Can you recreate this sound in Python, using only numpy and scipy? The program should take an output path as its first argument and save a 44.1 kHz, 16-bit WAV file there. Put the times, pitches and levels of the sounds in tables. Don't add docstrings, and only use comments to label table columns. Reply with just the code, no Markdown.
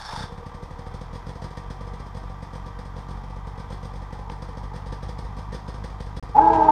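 import sys
import numpy as np
from scipy import signal
from scipy.fft import rfft, irfft
from scipy.io import wavfile
from scipy.ndimage import uniform_filter1d, minimum_filter1d

SR = 44100
rng = np.random.default_rng(int(sys.argv[2]) if len(sys.argv) > 2 else 0)


def pcm_store(signal):
    levels = np.round(np.clip(np.atleast_2d(signal), -1, 1) * 32767)
    wavfile.write(sys.argv[1], SR, levels.astype(np.int16).T)


N = 295911
T = np.arange(N) / SR

# t/s, rate/(strokes/s)
STROKE_RATE = [(0, 28), (.3, 35), (.7, 36), (1.0, 42), (1.3, 45), (2, 47), (4, 47.5), (6.7, 49)]
# f/Hz, relative level/dB
STARTER_SPECTRUM = [(400, -14), (650, -7), (880, -1), (1250, -0.5), (1700, -6), (2300, -15.5), (2850, -22),
                    (3500, -7), (4050, -13.5), (5200, -9), (7000, -24.5), (8800, -25), (10500, -48.5),
                    (15000, -59)]
# f/Hz, width/Hz, gain/dB
RING_GEAR_MODES = [(894, 150, -5.5), (1250, 31, -21.5), (1690, 12, -3.5), (3540, 61, -14), (3720, 30, -9),
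                   (4500, 80, -8.5), (5350, 45, -9), (8670, 150, -21), (9960, 66, -24)]
# multiple of stroke rate, relative level/dB
PUMP_HARMONICS = [(1, -3.5), (2, -7.5), (3, -13), (4, -19), (5, -31)]
# t/s, level/dB
PUMP_LEVEL = [(0, -43), (.7, -43), (1.0, -36), (1.55, -39), (1.8, -36), (2.8, -36), (3.1, -35.5),
              (6.7, -34)]
# f/Hz, relative level/dB
CLATTER_SPECTRUM = [(200, 1), (350, -4), (600, -4), (820, 2.5), (1000, 7), (1100, 0), (1250, -1),
                    (1450, -11.5), (1900, -10), (2750, -27), (3400, -19), (4100, -27), (5300, -23),
                    (7200, -32.5), (14500, -49)]
# f/Hz, width/Hz, gain/dB
PANEL_MODES = [(473.3, 8, 2.5), (765, 8.8, 5.5), (957, 30, 0.5), (1170.4, 25, 5), (1529, 20, -9.5),
               (1810, 8.3, -13), (1960, 20, -7), (2330, 15, -11.5), (3147, 42, -15.5), (3540, 28, -25.5)]
# t/s, strength/dB, strokes fired in a row
COUGHS = [(.136, -8.5, 1), (.179, -1, 2), (.24, 1.5, 1), (.326, -5, 1), (.383, -5.5, 1), (.467, -2, 1),
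          (.632, -0.5, 1), (.794, -1.5, 1), (.946, 2, 1), (1.017, 0, 1), (1.135, 0, 2), (1.272, -1, 2),
          (1.425, 1, 2), (1.577, 3.5, 1), (1.708, 4.5, 1), (1.813, -1.5, 1), (2.152, -2, 2), (2.43, 1, 1),
          (2.537, -2.5, 2), (2.666, -0.5, 1), (2.794, 0.5, 1), (2.966, -2.5, 2), (3.091, -3, 2),
          (3.475, -2, 1), (3.582, -2.5, 2), (3.708, 0, 2), (3.834, -1.5, 2), (3.94, -5.5, 2), (4.131, 1, 1),
          (4.301, -2, 2), (4.427, 3, 1), (4.576, 0, 1), (4.743, 0, 2), (4.867, 1, 1), (4.929, 3.5, 1),
          (5.033, 3.5, 1), (5.093, 3, 1), (5.191, 4, 1), (5.372, -0.5, 2), (5.529, 4, 2), (5.687, 5, 1),
          (5.846, 5.5, 1), (6.008, 4.5, 1), (6.172, 5, 1)]
# f/Hz, width/Hz, gain/dB
MUFFLER_MODES = [(89.8, 48, -1.5), (143.8, 28.7, -3), (187.6, 10.5, -4.5), (255, 39, -14), (410, 16, -8.5),
                 (473.6, 32, -0.5), (498.8, 21.6, 8)]
# f/Hz, relative level/dB
RASP_SPECTRUM = [(300, 14.5), (520, 12), (900, 11.5), (1400, 4.5), (1900, 5.5), (2700, -5.5), (3450, 1),
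                 (4100, -1.5), (4900, -2), (6200, -5), (7300, -15), (8700, -13), (9500, -38.5),
                 (14500, -46.5)]
# f/Hz, width/Hz, gain/dB
PIPE_MODES = [(1825, 23, 13.5), (3387, 33, 7), (5010, 380, -0.5), (8640, 380, -4.5)]
# t/s, level/dB
RUB_LEVEL = [(2.8, -70), (3.3, -50.5), (4.05, -55), (4.17, -45.5), (4.4, -50), (5.5, -55), (6.3, -72)]
# f/Hz, relative level/dB
TREE_SPECTRUM = [(90, -13.5), (220, -14.5), (370, -33), (445, 1.5), (530, -30), (720, -18), (810, 2),
                 (925, 3), (1040, -16.5), (1350, -36), (1550, -24.5), (1850, -37), (5500, -49.5),
                 (14000, -83)]
# t/s, knock/dB, crackle/dB, crackle decay/s
TICKS = [(4.299, -23.5, -39.5, 0.0023), (6.368, -46.5, -47.5, 0.017), (6.457, -46.5, -52, 0.0036),
         (6.532, -34, -37.5, 0.029), (6.641, -36, -41.5, .004), (6.695, -38.5, -37.5, 0.0057)]
# multiple of motor pitch, relative level/dB
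WHINE_HARMONICS = [(1, -1), (2, -3), (3, -1), (4, -15), (5, -15.5), (6, -38)]
# t/s, level/dB, half length/s
CREAKS = [(6.358, -10.5, 0.0072), (6.368, -8.5, .0025), (6.389, 0, 0.0081), (6.412, -8, 0.01),
          (6.449, -12.5, 0.016), (6.482, -10, 0.011), (6.506, -8, 0.0071), (6.618, -10, 0.015),
          (6.69, -2.5, 0.0048), (6.704, -8.5, 0.006)]

LOAD_ON_S, LOAD_RISE_S = 6.343, 0.044


def amp(db):
    return 10 ** (np.asarray(db) / 20)


def unit(x):
    return x / np.sqrt(np.mean(x ** 2))


def curve(rows):
    return np.interp(T, *np.transpose(rows))


def noise():
    return rng.standard_normal(N)


def walk(cutoff_hz):
    return unit(signal.sosfilt(signal.butter(2, cutoff_hz, fs=SR, output="sos"), noise()))


def grains(per_s, spread_db):
    return unit((rng.random(N) < per_s / SR) * noise() * amp(spread_db * noise()))


def colour(x, spectrum):
    hz, db = np.transpose(spectrum)
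    bin_hz = np.maximum(np.fft.rfftfreq(N, 1 / SR), 1)
    gain = amp(np.interp(np.log(bin_hz), np.log(hz), db)) * np.minimum(bin_hz / hz[0], 1) ** 2
    return unit(irfft(rfft(x) * gain, N))


def ring(x, modes):
    return sum(amp(db) * signal.lfilter(*signal.iirpeak(hz, hz / width_hz, fs=SR), x)
               for hz, width_hz, db in modes)


def bursts(times_s, levels_db, rise_s, decay_s):
    envelope = np.zeros(N)
    for at_s, peak in zip(times_s, amp(levels_db)):
        near = slice(*np.searchsorted(T, [at_s - 10 * rise_s, at_s + 10 * decay_s]))
        age_s = T[near] - at_s
        envelope[near] += peak * np.exp(np.where(age_s < 0, -(age_s / rise_s) ** 2, -age_s / decay_s))
    return envelope


def forest(x, wet_db, t60_s):
    age_s = T[:SR // 2]
    tail = rng.standard_normal(len(age_s)) * amp(-60 * age_s / t60_s) * (age_s > .012)
    band = signal.butter(1, [250, 6000], "band", fs=SR, output="sos")
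    tail = signal.sosfilt(band, tail / np.linalg.norm(tail))
    return x + amp(wet_db) * signal.fftconvolve(x, tail)[:N]


def air(level_db=-50):
    spectrum = [(28, -31.5), (60, -4.5), (150, -11.5), (400, -29), (3000, -58.5), (15000, -57.5)]
    return colour(noise(), spectrum) * amp(level_db + 0.5 * walk(2.3))


def crank_strokes():
    times_s = np.r_[0, np.array(COUGHS)[:, 0], T[-1]]
    rate_hz = np.interp((times_s[1:] + times_s[:-1]) / 2, *np.transpose(STROKE_RATE))
    counts = np.maximum(np.round(np.diff(times_s) * rate_hz), 1)
    return np.interp(T, times_s, np.r_[0, np.cumsum(counts)])


def starter(strokes, off_s=0.23, release_s=0.024, swell_db_per_s=17, sag_hz_per_s=400):
    run_s = np.minimum(T, off_s)
    throb_db = 1.5 * np.cos(2 * np.pi * strokes + 2.3)
    level_db = -36.5 + swell_db_per_s * (run_s - off_s) + throb_db
    envelope = amp(level_db) * np.exp(-(T - run_s) / release_s)
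    teeth = grains(7000, spread_db=1.5)
    chatter = sum(ring(teeth, [mode]) * amp(3.4 * walk(8.7)) for mode in RING_GEAR_MODES)
    chatter = colour(chatter, [(500, 3.5), (10000, 0.5), (14000, -7.5)])
    grind = amp(-2) * colour(teeth, STARTER_SPECTRUM) + amp(-5) * chatter
    squeal_hz = (1652 - sag_hz_per_s * run_s) * (1 + 0.015 * walk(150))
    squeal = np.sin(2 * np.pi * np.cumsum(squeal_hz) / SR) * amp(-12 + 1.4 * walk(60))
    panel_envelope = bursts([.22], [-46], rise_s=0.08, decay_s=0.65) * amp(4.3 * walk(43))
    panel = np.sin(2 * np.pi * 476 * T) * panel_envelope
    return forest((grind + squeal) * envelope, wet_db=-12.5, t60_s=0.64) + panel


def pumping(crank_rad, wander_rad=.1, scatter_db=1.5):
    wave = sum(-amp(db + 1.8 * walk(18)) * np.sin(k * (crank_rad + wander_rad * walk(21)))
               for k, db in PUMP_HARMONICS)
    return unit(wave) * amp(curve(PUMP_LEVEL) + scatter_db * walk(9))


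def clatter(crank_rad, build_s=0.13, load_db=5):
    throb_db = np.cos(crank_rad)
    gear = colour(grains(9000, spread_db=1.5) * amp(throb_db), CLATTER_SPECTRUM)
    taps = grains(2500, spread_db=2.8) * amp(2 * throb_db)
    taps = colour(taps, [(200, -2.5), (3400, -3.5), (7000, -13.5), (14000, -26.5)])
    rattle = amp(-46.5) * gear + amp(-51) * unit(ring(taps, PANEL_MODES))
    return rattle * amp(load_db * winch_load()) * (1 - np.exp(-T / build_s))


def firings(strokes, weak_strokes=3, strong_strokes=4, choke_off_s=1.5, weak_db=-4.5, scatter_db=2):
    starts = np.round(np.interp([at_s for at_s, _, _ in COUGHS] + [T[-1]], T, strokes))
    fired = []
    for (at_s, db, count), first, following in zip(COUGHS, starts, starts[1:]):
        run = first + np.arange(round(count))
        gather_strokes = weak_strokes if at_s < choke_off_s else strong_strokes + len(run) - 1
        weak = np.arange(run[-1] + weak_strokes, following - gather_strokes + 1, weak_strokes)
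        fired += [(k, db) for k in run]
        fired += [(k, weak_db + scatter_db * rng.standard_normal()) for k in weak]
    fired_strokes, strength_db = np.transpose(fired)
    return np.interp(fired_strokes, strokes, T), strength_db


def exhaust_pops(times_s, strength_db, growth_db_per_db=0.52):
    pop_db = growth_db_per_db * strength_db
    dip = bursts(times_s - .0022, pop_db - 17, rise_s=0.001, decay_s=0.00072)
    blow = bursts(times_s, pop_db - 19.5, rise_s=0.0017, decay_s=0.0031)
    return ring(blow - dip, MUFFLER_MODES)


def exhaust_rasp(times_s, strength_db):
    envelope = bursts(times_s - .002, strength_db - 46.5, rise_s=0.0054, decay_s=0.026)
    jet = grains(14000, spread_db=1.5) * envelope
    return np.std(jet) * (colour(jet, RASP_SPECTRUM) + amp(-12.5) * unit(ring(jet, PIPE_MODES)))


def engine(strokes):
    crank_rad = 2 * np.pi * strokes
    times_s, strength_db = firings(strokes)
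    low = pumping(crank_rad) + exhaust_pops(times_s, strength_db)
    bright = exhaust_rasp(times_s, strength_db) + clatter(crank_rad)
    return low + forest(bright, wet_db=-5.5, t60_s=0.48)


def slack_line():
    friction = colour(grains(2000, spread_db=4.3), TREE_SPECTRUM)
    return friction * amp(curve(RUB_LEVEL) + 1.8 * walk(13))


def line_ticks(knock_hz=880):
    knocks, crackle_envelope = np.zeros(N), np.zeros(N)
    for at_s, knock_db, crackle_db, decay_s in TICKS:
        knock_envelope = bursts([at_s + 0.0022], [knock_db], rise_s=0.0021, decay_s=0.0019)
        knocks += knock_envelope * np.sin(2 * np.pi * knock_hz * (T - at_s))
        crackle_envelope += bursts([at_s], [crackle_db], rise_s=0.0015, decay_s=decay_s)
    bark_spectrum = [(1200, 8.5), (2600, 4), (3800, -2), (5500, -6), (9000, -21), (14000, -41.5)]
    return knocks + crackle_envelope * colour(grains(4000, spread_db=1.8), bark_spectrum)


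def winch_load():
    return 1 - np.exp(-np.maximum(T - LOAD_ON_S, 0) / LOAD_RISE_S)


def winch(on_s=6.325, spin_up_s=.03, free_hz=340, sag_hz_per_s=72, wander=.006):
    age_s = np.maximum(T - on_s, 0)
    motor_hz = free_hz * (1 - np.exp(-age_s / spin_up_s)) - sag_hz_per_s * age_s
    motor_rad = 2 * np.pi * np.cumsum(motor_hz * (1 + wander * walk(70))) / SR
    whine = sum(amp(db + 2.7 * walk(40)) * np.sin(k * motor_rad) for k, db in WHINE_HARMONICS)
    teeth = grains(7000, spread_db=2) * amp(2.6 * np.cos(motor_rad))
    return (amp(-23.5) * whine + amp(-18.5) * colour(teeth, TREE_SPECTRUM)) * winch_load()


def line_creaks(start_hz=836, rise_hz_per_s=157, roughness=0.1):
    creaks = np.zeros(N)
    for at_s, db, half_s in CREAKS:
        pitch_hz = start_hz + rise_hz_per_s * (at_s - LOAD_ON_S)
        envelope = amp(db) * np.exp(-((T - at_s) / half_s) ** 2)
        creaks += envelope * np.cos(2 * np.pi * (pitch_hz * (T - at_s) + rng.random()))
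    return creaks * (1 + roughness * walk(380))


def scene():
    strokes = crank_strokes()
    snowmobile = engine(strokes) + starter(strokes)
    return (snowmobile + slack_line() + winch() + line_creaks() + line_ticks() + air())[None]


def record(dry, low_hz=12, top_hz=15300, ceiling=.98, gap_s=(6.198, 6.226)):
    heard = signal.sosfilt(signal.butter(1, low_hz, "high", fs=SR, output="sos"), dry)
    headroom = ceiling / np.maximum(np.abs(heard), ceiling)
    limiter_gain = uniform_filter1d(minimum_filter1d(headroom, size=401), size=401)
    gate = uniform_filter1d(1. * ((T < gap_s[0]) | (T > gap_s[1])), size=12)
    end_fade = np.minimum((T[-1] - T) / .001, 1)
    lowpass = signal.ellip(10, .2, 90, top_hz, fs=SR, output="sos")
    return signal.sosfilt(lowpass, heard * limiter_gain * gate * end_fade)


dry = scene()
out = record(dry)
pcm_store(out)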